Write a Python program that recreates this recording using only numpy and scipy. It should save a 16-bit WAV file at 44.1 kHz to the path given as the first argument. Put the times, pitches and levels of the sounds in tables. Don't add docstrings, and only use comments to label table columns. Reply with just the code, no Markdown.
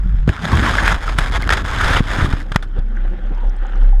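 import sys
import numpy as np
from scipy import signal
from scipy.fft import rfft, irfft, next_fast_len
from scipy.io import wavfile
from scipy.ndimage import uniform_filter1d, map_coordinates

SR = 44100
rng = np.random.default_rng(int(sys.argv[2]) if len(sys.argv) > 2 else 0)


def generate_wav(signal):
    frames = np.transpose(np.atleast_2d(signal))
    scaled = np.clip(frames, -1, 1) * 32767
    pcm = np.round(scaled).astype(np.int16)
    wavfile.write(sys.argv[1], SR, pcm)


N = 176400
T = np.arange(N) / SR


def amp(db):
    return 10 ** (np.asarray(db) / 20)


def unit(x):
    return x / np.sqrt(np.mean(x ** 2) + 1e-20)


def curve(rows):
    return np.interp(T, *np.transpose(rows))


def wobble(rate):
    return map_coordinates(rng.standard_normal(int(N * rate / SR) + 4), [T * rate])


def colour(x, points):
    size = 2 * next_fast_len(N // 2 + SR // 4)
    hz, db = np.transpose(points)
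    log_hz = np.log(np.fft.rfftfreq(size, 1 / SR) + 1)
    gain = amp(np.interp(log_hz, np.log(hz + 1), db))
    cepstrum = irfft(np.log(np.maximum(unit(gain), 1e-6)), size)
    cepstrum[1:size // 2] *= 2
    cepstrum[size // 2 + 1:] = 0
    return irfft(rfft(x, size) * np.exp(rfft(cepstrum)), size)[:N]


def patchy(x, depth_db):
    spectrum = signal.stft(x, nperseg=512)[2]
    patches = uniform_filter1d(rng.standard_normal(spectrum.shape), size=8, axis=0)
    patches = uniform_filter1d(patches, size=6, axis=1)
    return signal.istft(spectrum * amp(depth_db * unit(patches)), nperseg=512)[1][:N]


def grains(per_s, spread_db):
    size = amp(spread_db * np.minimum(rng.exponential(size=N), 4))
    hits = rng.random(N) < per_s / SR
    return unit(hits * size * rng.choice([-1, 1], N) / np.sqrt(per_s))


def small_bubbles(per_s, centre_hz, life_cycles):
    pitch_spread, pitch_rise = 0.236, 0.066
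    draw = rng.standard_normal((int(per_s * N / SR), 2))
    start = rng.integers(0, N, (len(draw), 1))
    samples = np.arange(SR // 40)
    cycles = centre_hz * np.exp(pitch_spread * draw[:, :1]) * samples / SR
    age = cycles / life_cycles
    level = amp(6.9 * draw[:, 1:] - 24 * age) * (1 - np.exp(-cycles))
    ring = level * np.sin(2 * np.pi * cycles * (1 + pitch_rise * age / 2))
    return unit(np.bincount((start + samples).ravel(), ring.ravel(), N)[:N])


# (time [s], level [dB])
SWING_LEVEL = [(0, -16.5), (.28, -15), (.35, -38), (.5, -31), (.75, -20), (.95, -14), (1.02, -30.5),
               (1.07, -17.5), (1.6, -18), (1.7, -24), (1.95, -16), (2.08, -22.5), (2.68, -22), (2.81, -15),
               (2.91, -17.5), (3.09, -13), (3.2, -27.5), (3.24, -16), (3.42, -17), (3.48, -9),
               (3.555, -22.5), (3.62, -13), (3.68, -22.5), (3.83, -6), (4, -8)]
# (time [s], rate [Hz])
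SWING_RATE = [(0, 44.67), (.8, 43.8), (1.25, 39.08), (1.5, 48.33), (1.8, 37.8), (2.5, 31.94), (4, 33.3)]

def shudder():
    tossing = curve([(.26, 1), (.3, 0.84), (2.3, 0.88), (2.5, 0.071)])
    phase = 2 * np.pi * np.cumsum(curve(SWING_RATE)) / SR + tossing * wobble(40)
    level = amp(curve(SWING_LEVEL) + 2 * tossing * wobble(45))
    return level * np.sqrt(2) * np.sin(phase)


# (start [s], length [s], pitch [Hz], level [dB])
GURGLES = [(0.0, .29, 146.7, -28), (0.385, .27, 202.6, -23), (0.514, 0.038, 1039, -22),
           (.627, .04, 195, -18.5), (0.664, 0.035, 1019, -20.5), (2.223, .21, 333, -37),
           (2.75, .055, 430, -39), (2.721, .64, 205, -38), (2.913, .35, 345, -44), (3.239, .04, 520, -40),
           (3.302, .03, 250, -31), (3.351, .11, 790, -41)]

def gurgles():
    out = np.zeros(N)
    for start, length, hz, db in GURGLES:
        progress = np.clip((T - start) / length, 0, 1)
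        swell = np.sqrt(np.abs(np.sin(np.pi * progress)))
        width_hz = 50 + 9 / length
        cycles = np.cumsum(hz * (1 + .07 * wobble(10))) / SR
        band = (wobble(width_hz) + 1j * wobble(width_hz)) * np.exp(2j * np.pi * cycles)
        out += amp(db) * swell * unit(band.real)
    return out


# (time [s], level [dB])
SWIRL_LEVEL = [(0, -36), (.26, -46), (.29, -12), (.33, -30.5), (.48, -26.5), (.54, -13.5), (.7, -22),
               (.94, -22), (.99, -37), (1.06, -29), (1.2, -29), (1.54, -21.5), (1.72, -27), (1.99, -18.5),
               (2.05, -30), (2.2, -20.5), (2.235, -18), (2.45, -35.5), (3.3, -41.5), (3.76, -48.5),
               (3.82, -29.5), (3.92, -43)]
# (frequency [Hz], level [dB])
SWIRL_TONE = [(30, -14.5), (60, 3), (95, 1.5), (190, -9), (300, -11.5), (900, -36.5), (2500, -62)]

def swirls():
    lumps = grains(per_s=900, spread_db=4.5)
    return amp(curve(SWIRL_LEVEL)) * unit(colour(lumps, SWIRL_TONE))


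# (time [s], level [dB])
SURF_LEVEL = [(0, -50), (2.73, -45.5), (2.775, -36.5), (2.84, -47.5), (2.96, -40), (3.55, -39.5),
              (3.68, -37), (3.86, -36.5), (4, -46)]
# (frequency [Hz], level [dB])
SURF_TONE = [(150, -25), (203, -2.5), (260, -11.5), (339, -8), (426, -15.5), (525, -7.5), (647, -19),
             (795, -10), (1000, -21), (1480, -11.5), (2400, -28), (3250, -26.5), (4320, -42), (14000, -63)]

def surf():
    wash = patchy(grains(per_s=3000, spread_db=5.5) + rng.standard_normal(N), depth_db=2.5)
    ticks = amp(-25.5) * small_bubbles(per_s=220, centre_hz=4400, life_cycles=10)
    return amp(curve(SURF_LEVEL)) * (unit(colour(wash, SURF_TONE)) + ticks)


# (time [s], push [dB], half width [s], swing back [share of push])
THUMPS = [(0.061, -8.5, 0.0025, 0.12), (0.147, -8, 0.0032, 0.12), (0.193, -10.5, 0.0045, .1),
          (0.279, 2.5, 0.000895, 0.45), (0.297, -3.5, 0.00058, 0.39), (1.187, -7, 0.0012, 1),
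          (2.007, 4, 0.0008, 0.29), (2.229, -4.5, 0.00233, 0.19), (2.247, -3, 0.0012, 0.5),
          (2.337, -1.5, 0.0019, 0.076), (2.518, -14, 0.0012, 0.42), (2.5602, 1.5, 0.00091, 0.46),
          (2.79, -7.5, 0.00284, 0.37)]

def thumps():
    out = np.zeros(N)
    for time, db, half_width, share in THUMPS:
        offset = (T - time) / half_width
        push = np.exp(-np.abs(offset) ** 1.3)
        swing_back = np.exp(-np.abs(offset - 3.57) ** 1.3)
        out += amp(db) * (share * swing_back - push)
    return out


# (time [s], level [dB])
FOAM_LEVEL = [(.272, -48), (.284, -29), (.4, -36), (.425, -25), (.62, -23), (.675, -18.5), (.73, -21.5),
              (.92, -18.5), (.96, -30.5), (1.005, -35.5), (1.02, -28.5), (1.1, -27), (1.155, -36.5),
              (1.205, -25.5), (1.285, -30), (1.308, -42), (1.325, -26), (1.365, -19), (1.39, -34.5),
              (1.455, -35), (1.54, -31), (1.61, -27), (1.635, -40.5), (1.65, -26.5), (1.76, -25.5),
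              (1.83, -19.5), (1.98, -17), (2.02, -35), (2.1, -25), (2.255, -23), (2.28, -31.5), (2.42, -36),
              (2.44, -51), (2.56, -41.5), (2.66, -61)]
# (frequency [Hz], level [dB])
SHELL_TONE = [(240, -31), (400, -9.5), (697, -6), (1100, -4), (1590, 0), (2700, -15), (3430, -10.5),
              (4360, -23.5), (5140, -18.5), (5800, -29), (6540, -23), (7260, -28), (11200, -38.5),
              (14500, -53)]
# (time [s], level compared with the foam [dB])
FIZZ_LEVEL = [(.3, -33), (.45, -19.5), (1.1, -20.5), (1.35, -16), (1.6, -25), (1.85, -17), (2.05, -21.5),
              (2.4, -16.5)]
# (frequency [Hz], level [dB])
FIZZ_TONE = [(1500, -35.5), (3500, 6), (5800, -5.5), (7000, -6.5), (10500, -9.5), (13500, -19),
             (15200, -51)]

def foam():
    level_db = curve(FOAM_LEVEL)
    hits_per_s = 4500 * amp(1.05 * np.maximum(level_db - level_db.max(), -20))
    crackle = grains(hits_per_s, spread_db=3.5) + amp(-4) * rng.standard_normal(N)
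    rush = unit(colour(patchy(crackle, depth_db=1.5), SHELL_TONE))
    bubbles = amp(-9.5) * small_bubbles(per_s=170, centre_hz=1546, life_cycles=15)
    fizz = amp(curve(FIZZ_LEVEL)) * unit(colour(grains(hits_per_s, spread_db=5.5), FIZZ_TONE))
    flutter_db = 1.56 * wobble(110)
    return amp(level_db + flutter_db) * (rush + bubbles + fizz)


# (start [s], level [dB], time to fade by 60 dB [s], bright spray compared with that level [dB])
BURSTS = [(.276, -16.5, 0.011, -29), (.291, -4.5, 0.0076, -30), (.572, -5.5, 0.0087, -17),
          (0.753, -7.5, 0.016, -30), (0.879, -8, 0.0065, -1.5), (1.185, -8, 0.043, -12),
          (1.313, -12.5, 0.0076, -31.5), (1.422, -14.5, 0.013, -8.5), (1.475, -12, 0.011, -16.5),
          (1.492, -1.5, 0.0097, -19.5), (1.503, -7, 0.05, -22.5), (1.523, -10, 0.11, -26),
          (1.534, -15, 0.024, -6), (1.570, -14, 0.06, -40), (2.326, -17, 0.032, -38),
          (2.519, -17, 0.025, -18), (2.544, -25.5, .04, -19), (2.5598, -0.5, 0.016, -19),
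          (2.625, -28, 0.069, -12.5), (2.79, -45, .015, 1)]

def bursts():
    attack_s = 0.00033
    body, spray = np.zeros((2, N))
    for start, db, fade_s, spray_db in BURSTS:
        age = np.maximum(T - start, 0)
        level = amp(db - 60 * np.minimum(age / fade_s, 2)) * (1 - np.exp(-age / attack_s))
        body += level
        spray += level * amp(spray_db)
    dull = colour(body * rng.standard_normal(N), SHELL_TONE)
    sharp = colour(spray * rng.standard_normal(N), FIZZ_TONE)
    return dull + sharp


# (start [s], starting pitch [Hz], level [dB], time to fade by 60 dB [s])
LARGE_BUBBLES = [(0.292, 1860, -8.5, 0.0066), (.573, 1810, -13, 0.0077), (0.784, 1790, -10, .045),
                 (0.878, 1830, 2.5, 0.0073), (1.079, 1400, -15.5, 0.025), (1.430, 2170, -20.5, 0.03),
                 (2.97, 1880, -27, .022), (3.648, 859.5, -34.5, .09), (3.928, 823, -34, .13)]

def large_bubbles():
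    sag = 0.28
    out = np.zeros(N)
    for start, hz, db, fade_s in LARGE_BUBBLES:
        age = np.clip(T - start, 0, 2 * fade_s)
        swell = 1 - np.exp(-(age / 0.0008) ** 2)
        cycles = hz * age * (1 - sag * age / fade_s / 2)
        phase = 2 * np.pi * cycles + 1.75 * wobble(10 / fade_s)
        out += amp(db - 60 * age / fade_s) * 2 * swell * np.sin(phase)
    return out


def scene():
    mix = shudder() + gurgles() + swirls() + surf() + thumps() + foam() + bursts() + large_bubbles()
    return mix[None]


def record(dry):
    top_hz = 15200
    size = next_fast_len(N + SR // 2)
    spectrum = rfft(np.clip(dry, -1, 1), size)
    kept = np.fft.rfftfreq(size, 1 / SR) < top_hz
    return irfft(spectrum * kept, size)[:, :N]


dry = scene()
out = record(dry)
generate_wav(out)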